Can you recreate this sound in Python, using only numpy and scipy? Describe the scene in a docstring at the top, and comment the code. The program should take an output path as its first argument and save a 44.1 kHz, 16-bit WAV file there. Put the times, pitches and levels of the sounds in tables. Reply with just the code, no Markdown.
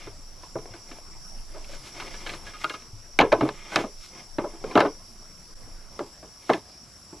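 """Split green bamboo halves are lifted, dragged and set down on a frame of poles in a forest, close and central.
Each blow is a short rattle of contacts that rings the hollow wood; dragging rubs the same wood and dry leaves.
Low thumps come through the soil, and thin echoes return from stems and leaves on both sides.
Insects drone in three bands all around over the far forest, and a light wind sways the microphone."""
import sys
import numpy as np
from scipy import signal
from scipy.fft import rfft, irfft
from scipy.io import wavfile
from scipy.ndimage import uniform_filter1d

SR = 44100
rng = np.random.default_rng(int(sys.argv[2]) if len(sys.argv) > 2 else 0)


def unload_wav(signal):
    """Save mono or channel-first audio to the path in sys.argv[1] as 16-bit WAV at rate SR, clipped to [-1, 1]."""
    wavfile.write(
        sys.argv[1],
        SR,
        np.round(np.clip(np.atleast_2d(signal).T, -1, 1) * 32767).astype(np.int16),
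    )


N = 317501


def from_db(db):
    """Decibels to gain."""
    return 10 ** (np.asarray(db) / 20)


def rms_one(x):
    """Scales to rms 1."""
    return x / np.sqrt(np.mean(x ** 2) + 1e-20)


def in_time(rows):
    """Level column of a curve in time, one value per sample."""
    seconds, level = np.transpose(rows)
    return np.interp(np.arange(N) / SR, seconds, level)


def at_hz(points, hz):
    """Reads a spectrum on a log-frequency axis."""
    point_hz, value = np.transpose(points)
    return np.interp(np.log(hz), np.log(point_hz), value)


def drift(rate):
    """Slow random wander of rms 1, made at every 40th sample; a higher rate wanders faster."""
    r = np.exp(-80 * np.pi * rate / SR)
    noise = rng.standard_normal(N // 40 + 2002)
    slow = signal.lfilter([1], [1, -2 * r, r * r], noise)[2000:]   # without the filter's start-up
    return np.interp(np.arange(N) / 40, np.arange(len(slow)), rms_one(slow))


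def resonance(x, hz, width_hz):
    """Two-pole resonance, gain 1 on top."""
    r = np.exp(-np.pi * width_hz / SR)
    poles = [1, -2 * r * np.cos(2 * np.pi * hz / SR), r * r]
    return signal.lfilter([(1 - r * r) / 2, 0, (r * r - 1) / 2], poles, x)


def highpass(x, order, hz):
    """Takes away what lies below hz."""
    return signal.sosfilt(signal.butter(order, hz, "high", fs=SR, output="sos"), x)


def spread(mid, side, alike):
    """Left and right from two signals, alike by the given share."""
    alike = np.clip(alike, 0, 1)
    return np.sqrt(1 + alike) * mid + np.sqrt(1 - alike) * side * [[1], [-1]]


def grains(per_s, uneven_db):
    """Random clicks of uneven size, two unrelated streams."""
    unevenness = np.minimum(rng.exponential(1, (2, N)), 5)
    sizes = from_db(uneven_db * unevenness) * rng.choice([-1, 1], (2, N))
    return sizes * (rng.random((2, N)) < per_s / SR) + 1e-18


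def swells(start, length, level_db, rise_db_per_s, fall_db_per_s, rest_db):
    """Rise, hold and fall for each event over a resting level, powers added; gain per sample."""
    t = np.arange(0, N + 64, 64)[:, None] / SR
    before, after = np.maximum(start - t, 0), np.maximum(t - start - length, 0)
    db = level_db - rise_db_per_s * before - fall_db_per_s * after
    gain = np.sqrt(np.sum(from_db(db) ** 2, axis=1) + from_db(rest_db) ** 2)
    return np.interp(np.arange(N) / SR, t[:, 0], gain)


# Left-right likeness of the background noise, by frequency.
# Each row: frequency in Hz, left-right likeness as a share of 1.
LIKENESS = [(40, 0.93), (125, 0.71), (500, 0.89), (2000, 0.99), (4000, 0.35), (9000, .3), (13000, .5)]


def coloured(source, spectrum, patchy_db, alike=None):
    """Third-octave bands of a two-stream source, each with its own level and flicker; rms 1."""
    out, together = 0, drift(3)
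    lowest, highest = spectrum[0][0], spectrum[-1][0]
    edges = lowest * 2 ** np.arange(0, np.log2(highest / lowest) + 1 / 3, 1 / 3)
    for k, (low, high) in enumerate(zip(edges, edges[1:])):
        band = signal.butter(2, [low, high], "band", fs=SR, output="sos")
        mid, side = signal.sosfilt(band, source) * (-1) ** k
        hz = np.sqrt(low * high)
        flicker_db = patchy_db * (.5 * together + drift(8.9))   # partly shared by all bands
        gain = from_db(at_hz(spectrum, hz) + flicker_db)
        out = out + gain * spread(mid, side, alike or at_hz(LIKENESS, hz))
    return rms_one(out)


# Colour of the forest far behind the bamboo.
# Each row: frequency in Hz, relative density in dB per Hz.
FOREST = [(24, -35), (40, 7.5), (156, 1.5), (447, -9), (687, -5.5), (956, -13), (1030, -7.5), (2300, -17),
          (4200, -27), (5460, -36), (9240, -120)]


def far_forest(level_db=-54):
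    """Distant forest as patchy noise, its bands flickering at the microphone."""
    return from_db(level_db) * coloured(rng.standard_normal((2, N)), FOREST, patchy_db=3.5)


def far_leaves(gain_db=-66.5):
    """Even treble of leaves far off, nearly unrelated left and right."""
    mid, side = highpass(rng.standard_normal((2, N)), 2, 4000)
    return from_db(gain_db) * spread(mid, side, 0.043)


# Level of the insect chorus all around the microphone.
# Each row: time in seconds, level in dB.
CHORUS = [(0.0, -51), (1.66, -49), (2.22, -48), (2.95, -51.5), (4.11, -49.5), (6.98, -51), (7.2, -50)]
# Wing resonances of the insect crowds.
# Each row: frequency in Hz, width in Hz of each of two passes, relative level in dB,
# left-right likeness as a share of 1.
INSECTS = [(4965, 600, -4, 0.51), (5476, 146, -1, 0.58), (5674, 120, -4.5, 0.26), (5654, 440, 0.5, 0.38),
           (7270, 660, -9, 0.27), (7770, 450, -11.5, .2), (10000, 840, -12, 0.052),
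           (10690, 1100, -9.5, 0.071)]


def insects(throb_db=1.87):
    """Crowds of wing clicks pass each resonance twice over; each crowd throbs independently."""
    clicks = [grains(5000, uneven_db=-0.5), grains(5000, uneven_db=-1.5)]
    out = 0
    for k, (hz, width_hz, db, alike) in enumerate(INSECTS):
        once = resonance(clicks[k % 2], hz, width_hz)
        mid, side = rms_one(resonance(once, hz, width_hz))
        out = out + from_db(db + throb_db * drift(5.3)) * spread(mid, side, alike)
    return from_db(in_time(CHORUS)) * rms_one(out)


# Wind sway right at the microphone.
# Each row: time in seconds, gain in dB before the random gusts.
WIND = [(0.0, -51), (0.26, -46), (0.72, -43.5), (0.76, -57), (0.82, -48), (1.78, -34.5), (1.9, -55),
        (2.11, -41), (2.83, -56.5), (2.95, -42), (3.13, -53), (3.19, -43), (4.27, -53.5), (4.31, -46.5),
        (5.49, -52.5), (5.55, -39.5), (5.85, -52), (7.2, -93)]


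def wind(sway_hz=20.42, wander=0.063, lumps_db=-9, gust_db=3, gust_rate=3):
    """A slow, nearly regular sway of air pressure with lumps around it, mostly shared by left and right."""
    sway_rates = [sway_hz * (1 + wander * drift(4.5)) for stream in range(2)]
    turns = np.cumsum(sway_rates, axis=1) / SR
    lumps = rms_one(resonance(resonance(rng.standard_normal((2, N)), 24, 14), 24, 14))
    mid, side = np.sin(2 * np.pi * turns) + from_db(lumps_db) * lumps
    gusts = from_db(in_time(WIND) + gust_db * drift(gust_rate))
    return gusts * spread(mid, side, .8)


# Modes of a split half, close to the microphone.
# Each row: frequency in Hz, relative level in dB, decay to -60 dB in seconds before the contact scales it.
BAMBOO = [(115, -22, .09), (194, -0.5, 0.042), (285.6, -2, 0.13), (319.7, 4, 0.11), (425.3, 1.5, 0.19),
          (503.6, -1.5, 0.12), (602, 0, 0.14), (662, 3.5, 0.078), (718, 1.5, 0.038), (831, 1.5, 0.11),
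          (901, -2.5, 0.076), (1038, 1, 0.18), (1079, -4, 0.037), (1250.5, 6.5, 0.082), (1375, -6, 0.077),
          (1440, 3, 0.087), (1642, 2, 0.05), (1663, 7.5, 0.089), (2143, 8.5, 0.066), (2000, -9, 0.015),
          (2283, 2.5, 0.044), (2486, 3.5, 0.081), (2787, 3, 0.096), (3170, 3, 0.079), (3540, 0.5, 0.05),
          (3862, 0.5, 0.097), (4270, 2, 0.046), (5050, 10, 0.0048), (5720, 0, 0.017), (6790, -6.5, 0.02)]
# Drags and shuffles of wood over wood and litter, close and central.
# Each row: start in seconds, length in seconds, rub level in dB, its treble in dB against the rub,
# leaf level in dB.
STROKES = [(0, 0.068, -55, 3.5, -56), (0.437, 0.018, -63, -9, -57), (0.573, 0.13, -52.5, -21, -74),
           (0.748, 0.014, -50, -3, -64), (0.885, 0.087, -53, -5.5, -61), (1.54, 0.096, -55.5, -2.5, -63),
           (1.716, 0.043, -52, -3, -50.5), (1.863, 0.02, -53, 2, -48.5), (1.977, 0.1, -46, -0.5, -49.5),
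           (2.114, 0.1, -51.5, 1, -53.5), (2.273, 0.077, -44.5, -3.5, -47), (2.464, 0.031, -52, 1, -52),
           (2.543, 0.041, -59, 1, -63), (2.62, 0.03, -53.5, 8, -49), (2.698, 0.048, -63, 9.5, -51),
           (2.79, 0.036, -72, 6, -58), (3.217, 0.035, -63, -3, -57), (3.412, 0.064, -34, -12.5, -54),
           (3.553, 0.18, -58, 7.5, -57.5), (3.741, 0.069, -42, 0, -44.5), (4.039, 0.023, -69, 10, -50),
           (4.166, 0.036, -48.5, -2.5, -57.5), (4.51, 0.14, -54, -6, -70), (4.68, 0.073, -41.5, -12.5, -56),
           (4.773, 0.087, -46, -1, -63), (5.966, 0.12, -56, -11, -63), (6.438, .05, -58, -2, -66),
           (6.5, 0.048, -66, -4, -49), (6.71, 0.018, -75, 5, -62)]
STROKE_RISE_DB_PER_S, STROKE_FALL_DB_PER_S = 209, 256


def rubbing(shake_db=-27, shake_s=0.028, shake_fall_db_per_s=297, shake_treble_db=-11):
    """Dense slips along the skin keep the modes murmuring; each stroke sets its share of upper modes."""
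    slips = grains(1500 * from_db(2.6 * drift(22)), uneven_db=2.0)[0]
    rings = [(-1) ** k * from_db(db) * resonance(slips, hz, 6.4 / t60)
             for k, (hz, db, t60) in enumerate(BAMBOO)]
    lower, upper = rms_one(sum(rings[1:13])), rms_one(sum(rings[13:25]))
    start, length, rub_db, treble_db, _ = np.transpose(STROKES)
    rise, fall = STROKE_RISE_DB_PER_S, STROKE_FALL_DB_PER_S
    # the resting levels are small movements between strokes
    low_drag = swells(start, length, rub_db, rise, fall, rest_db=-66)
    high_drag = swells(start, length, rub_db + treble_db, rise, fall, rest_db=-71.5)
    # after a blow the row rubs on its frame
    blow_s, height_db = np.transpose(BLOWS)[:2]
    shake = swells(blow_s, shake_s, height_db + shake_db, 1e4, shake_fall_db_per_s, -120)
    low_gain = np.hypot(low_drag, shake)
    high_gain = np.hypot(high_drag, from_db(shake_treble_db) * shake)
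    return low_gain * lower + high_gain * upper


# Colour of the dry litter close under the bamboo.
# Each row: frequency in Hz, relative density in dB per Hz.
LEAVES = [(880, -10), (1500, 0), (1700, -19), (2600, -3), (2850, -7), (4200, -2), (5510, -5.5),
          (6250, -6.5), (10900, -18), (13000, -22)]


def leaves():
    """Dry litter crackles as random clicks under every stroke, and faintly in between."""
    start, length, *_, leaves_db = np.transpose(STROKES)
    stir = swells(start, length, leaves_db, STROKE_RISE_DB_PER_S, STROKE_FALL_DB_PER_S, rest_db=-63.5)
    return stir * coloured(grains(3000, uneven_db=1.5), LEAVES, patchy_db=0.0, alike=1.0)


# Dull thuds through the soil, under steps and heavy blows near the microphone.
# Each row: start in seconds, level in dB before the swell and fall, frequency in Hz.
THUMPS = [(0.062, -40.5, 111), (0.556, -34, 128), (0.706, -40.5, 105), (2.932, -36, 107.5),
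          (3.203, -32.5, 94), (3.331, -33, 105), (3.42, -23, 132.5), (3.757, -32.5, 117), (4.38, -41, 91),
          (4.756, -33, 113)]


def thumps(t60=0.21):
    """A low swell and fall through the ground."""
    t, out = np.arange(SR // 3) / SR, np.zeros(N + SR)
    for s, level_db, hz in THUMPS:
        swell_and_fall = from_db(-60 * t / t60) * (1 - np.exp(-t / 0.00074))
        push = np.sin(2 * np.pi * hz * t) * swell_and_fall
        out[round(s * SR):][:len(t)] += from_db(level_db) * push
    return out[:N]


def row_of_halves(count=7, detune=0.0752, scatter=0.013):
    """Every half has the same modes, tuned in steps apart: Hz, dB, t60 and 'not the middle half' as columns."""
    hz, db, t60 = np.repeat(np.transpose(BAMBOO), count, axis=1)[:, :, None]
    step = np.tile(np.linspace(-1, 1, count), len(BAMBOO))[:, None]
    others = step != 0
    tuning = 1 + detune * step + scatter * others * rng.uniform(-1.04, 1, hz.shape)
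    return hz * tuning, db, t60, others


def evened(rattle, size=25):
    """Keeps the timing of a rattle but spreads its energy evenly over pitch."""
    spectrum = rfft(rattle, 2 * len(rattle))
    smooth = np.sqrt(uniform_filter1d(np.abs(spectrum) ** 2, size=size))
    return irfft(spectrum / smooth)[:len(rattle)] * np.sqrt(np.sum(rattle ** 2))


# Blows on the bamboo, close and central.
# Each row: start in seconds, height in dB, favoured pitch in Hz, favour in dB, treble in dB,
# rattle decay time in seconds.
BLOWS = [(.068, -32.5, 367, 12, -13, 0.0048), (0.432, -38.5, 985, 12.5, -12, .0027),
         (0.554, -23.5, 490, 1.5, -36, .005), (0.585, -35, 450, 18, -12, 0.0017),
         (0.656, -34.5, 634, 1, -20, 0.0013), (0.737, -39, 325, 11, -5, 0.0078),
         (0.913, -35.5, 304, 16, 1, 0.0038), (0.927, -45, 900, -3, -2, 0.0016),
         (0.985, -40, 720, 17, -1, 0.0018), (1.543, -38.5, 445, -2, -26, 0.027),
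         (1.644, -42.5, 3020, 12, 13, .002), (1.691, -41, 560, 23, 7, 0.0074),
         (1.73, -38, 570, 14, 3, 0.0068), (1.999, -31, 1080, 12, 12, 0.006),
         (2.019, -35, 1140, 12, -10, 0.0059), (2.138, -36.5, 1720, 5, 5, 0.0084),
         (2.263, -30, 2180, 4, 9, 0.0085), (2.293, -29, 583, 12, 12.5, 0.0047),
         (2.336, -31.5, 1410, 0, 0, 0.0022), (2.466, -36.5, 1700, 9, 6, 0.0099),
         (2.534, -38.5, 1280, 14.5, 12, 0.03), (2.638, -30.5, 1330, 6, 3, 0.0052),
         (2.643, -17, 1320, 19, 4, 0.0016), (2.696, -28, 1300, 6, 7, 0.0051),
         (2.739, -30, 1280, 14, 5, 0.0084), (2.822, -45.5, 900, 14, 2, .002),
         (3.1894, -5, 2280, 12.5, -8, 0.00029), (3.193, -13, 900, 12, -8, 0.0087),
         (3.201, -8, 690, 12, -6, 0.0024), (3.209, -10.5, 433, -16, -7, 0.0041),
         (3.225, -14, 410, 10, -38, 0.0055), (3.25, -20.5, 436, 27, -42, 0.00083),
         (3.319, -11, 517, 6, -19, 0.0032), (3.325, -10.5, 800, 9, -14, 0.0047),
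         (3.379, -25, 334, 23, -44, 0.0078), (3.409, -15, 330, 19.5, -16.5, 0.0035),
         (3.429, -14, 300, 16, -49, 0.0029), (3.448, -25.5, 322, 1, -23, 0.011),
         (3.489, -21, 385, 3, -11, 0.0016), (3.717, -31.5, 844, 6, -4, 0.081),
         (3.759, -9.5, 1200, -2, -2.5, 0.0027), (3.783, -22.5, 330, 5, -15, 0.016),
         (3.839, -24.5, 595, 4.5, -28, 0.0059), (4.384, -16, 514, 6, -21, 0.0042),
         (4.418, -29.5, 332, 17, -21, 0.0022), (4.438, -23.5, 600, 6, -34, 0.0084),
         (4.531, -38.5, 324, 13, -18, 0.016), (4.64, -22, 510, 13, -17.5, 0.0025),
         (4.71, -31.5, 923, 11, -5, 0.0069), (4.754, -7, 433, 5, -18, 0.0024),
         (4.762, -9.5, 635, 9.5, -25, 0.0043), (4.775, -4.5, 680, 4.5, -18.5, 0.0033),
         (4.793, -19, 440, -2, -8, 0.0052), (4.804, -9, 1290, 7.5, -8, 0.0037),
         (4.824, -15, 523, 15, -27, 0.0075), (4.849, -16.5, 387, 2.5, -31, .008),
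         (4.861, -21, 435, 16.5, -14, 0.0025), (5.992, -22, 1550, 14, -19.5, 0.00092),
         (6.001, -23.5, 370, 8, -43, 0.0046), (6.226, -39, 347, 12, -18, 0.012),
         (6.494, -13, 1100, -1, -24, 0.009), (6.5, -8, 593, 15, -11, 0.0019),
         (6.509, -16, 560, -19, -35, .002), (6.525, -24.5, 340, -16, -17, 0.0065),
         (6.534, -22.5, 1660, 13.5, 22, 0.002), (6.541, -23.5, 325, 9, -16, 0.0059),
         (7.127, -34.5, 296, 7, -35, 0.0065)]
# Between these times one half is held clear of the row: it rings longer on a clearer pitch,
# and the other halves hardly answer.
ALOFT_START_S, ALOFT_END_S = 2.44, 2.8
ALOFT_RING, ALOFT_OCTAVES, ROW_SILENT_DB = 1.1, 0.14, -17
# Ring time against the table after a 4 ms rattle; a looser, longer rattle damps less.
RING_SHARE, RING_GROWTH = .55, 0.32


def blows(favour_octaves=0.18, shelf_hz=1500, crack_db=-12, rise_s=0.0003, first_db=12, hard_part=0.64,
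          settle_db=-15, settle_s=0.023):
    """A dying rattle strikes every mode; where it lands favours one pitch, hardness sets the treble."""
    hz, mode_db, t60, others = row_of_halves()
    t, out = np.arange(SR // 8) / SR, np.zeros(N + SR)
    swing = np.sin(2 * np.pi * hz * t)
    hard_share = 1 / (1 + (shelf_hz / hz) ** 4)
    for s, height_db, pitch_hz, favour_db, treble_db, length in BLOWS:
        aloft = ALOFT_START_S < s < ALOFT_END_S
        ring = RING_SHARE * (max(length, 1e-4) / .004) ** RING_GROWTH * (ALOFT_RING if aloft else 1)
        signs, noise = rng.choice([-1, 1], hz.shape), rng.standard_normal(len(t))
        octaves_off = np.log2(hz / pitch_hz)
        near = np.exp(-.5 * (octaves_off / (ALOFT_OCTAVES if aloft else favour_octaves)) ** 2)
        strength_db = mode_db + hard_share * treble_db + favour_db * near + aloft * others * ROW_SILENT_DB
        modes = signs * from_db(strength_db) * swing * from_db(-60 * t / (t60 * max(ring, .1)))
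        low = np.sum((1 - hard_share) * modes, axis=0)
        high = np.sum(hard_share * modes, axis=0)
        # the bare click of the contact
        click = np.array([0.44, .6, -0.18, -0.39])
        high[:4] += from_db(crack_db + treble_db) * len(hz) ** .5 * click
        # the loose row shivers on for a moment
        settle = from_db(settle_db) * min(1, length / 0.006) * np.exp(-t / settle_s)
        onset = 1 - np.exp(-t / min(rise_s, length))
        rattle = noise * (np.exp(-t / max(length, 1e-4)) + settle) * onset
        # mainly the early, hard contacts reach the treble
        sharp = noise * (np.exp(-t / max(hard_part * length, 1e-4)) + from_db(-7.5) * settle)
        sharp[0] = from_db(first_db)
        sound = signal.fftconvolve(low, evened(rattle)) + signal.fftconvolve(high, evened(sharp))
        height = np.sqrt(2 * uniform_filter1d(sound ** 2, size=200).max())   # over about 4 ms
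        at = round(s * SR)
        out[at:at + len(sound)] += from_db(height_db) * sound / height
    return highpass(out[:N], 3, 150)   # the blows carry little below 150 Hz


def trunks(x, level_db=-17, t60=0.065):
    """Scattered thin echoes off stems and leaves, other ones on each side."""
    t = np.arange(SR // 4) / SR
    echoes = rng.standard_normal((2, len(t))) * from_db(-60 * t / t60) * (t > .003)
    echoes = highpass(echoes, 2, 1700)
    echoes = echoes / np.sqrt(np.sum(echoes ** 2, axis=1, keepdims=True))
    return from_db(level_db) * signal.fftconvolve(x[None], echoes, axes=1)[:, :N]


def scene():
    """All sources around the microphone, the near ones in the centre."""
    wood = blows() + rubbing() + thumps()
    aside_db = .12 * drift(4.9)   # the hands work a little left or right of centre
    near = wood * from_db([aside_db, -aside_db]) + trunks(wood) + leaves()
    return near + far_forest() + far_leaves() + insects() + wind()


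def record(dry, dip_s=5.548, stop_hz=13600):
    """The level dips briefly once, peaks are rounded, and the top is cut."""
    dip = 1 - .7 * np.exp(-.5 * ((np.arange(N) / SR - dip_s) / .005) ** 2)
    rounded = 1.1 * np.tanh(dip * dry / 1.1)
    return signal.sosfilt(signal.cheby2(14, 60, stop_hz, fs=SR, output="sos"), rounded)


dry = scene()
out = record(dry)
unload_wav(out)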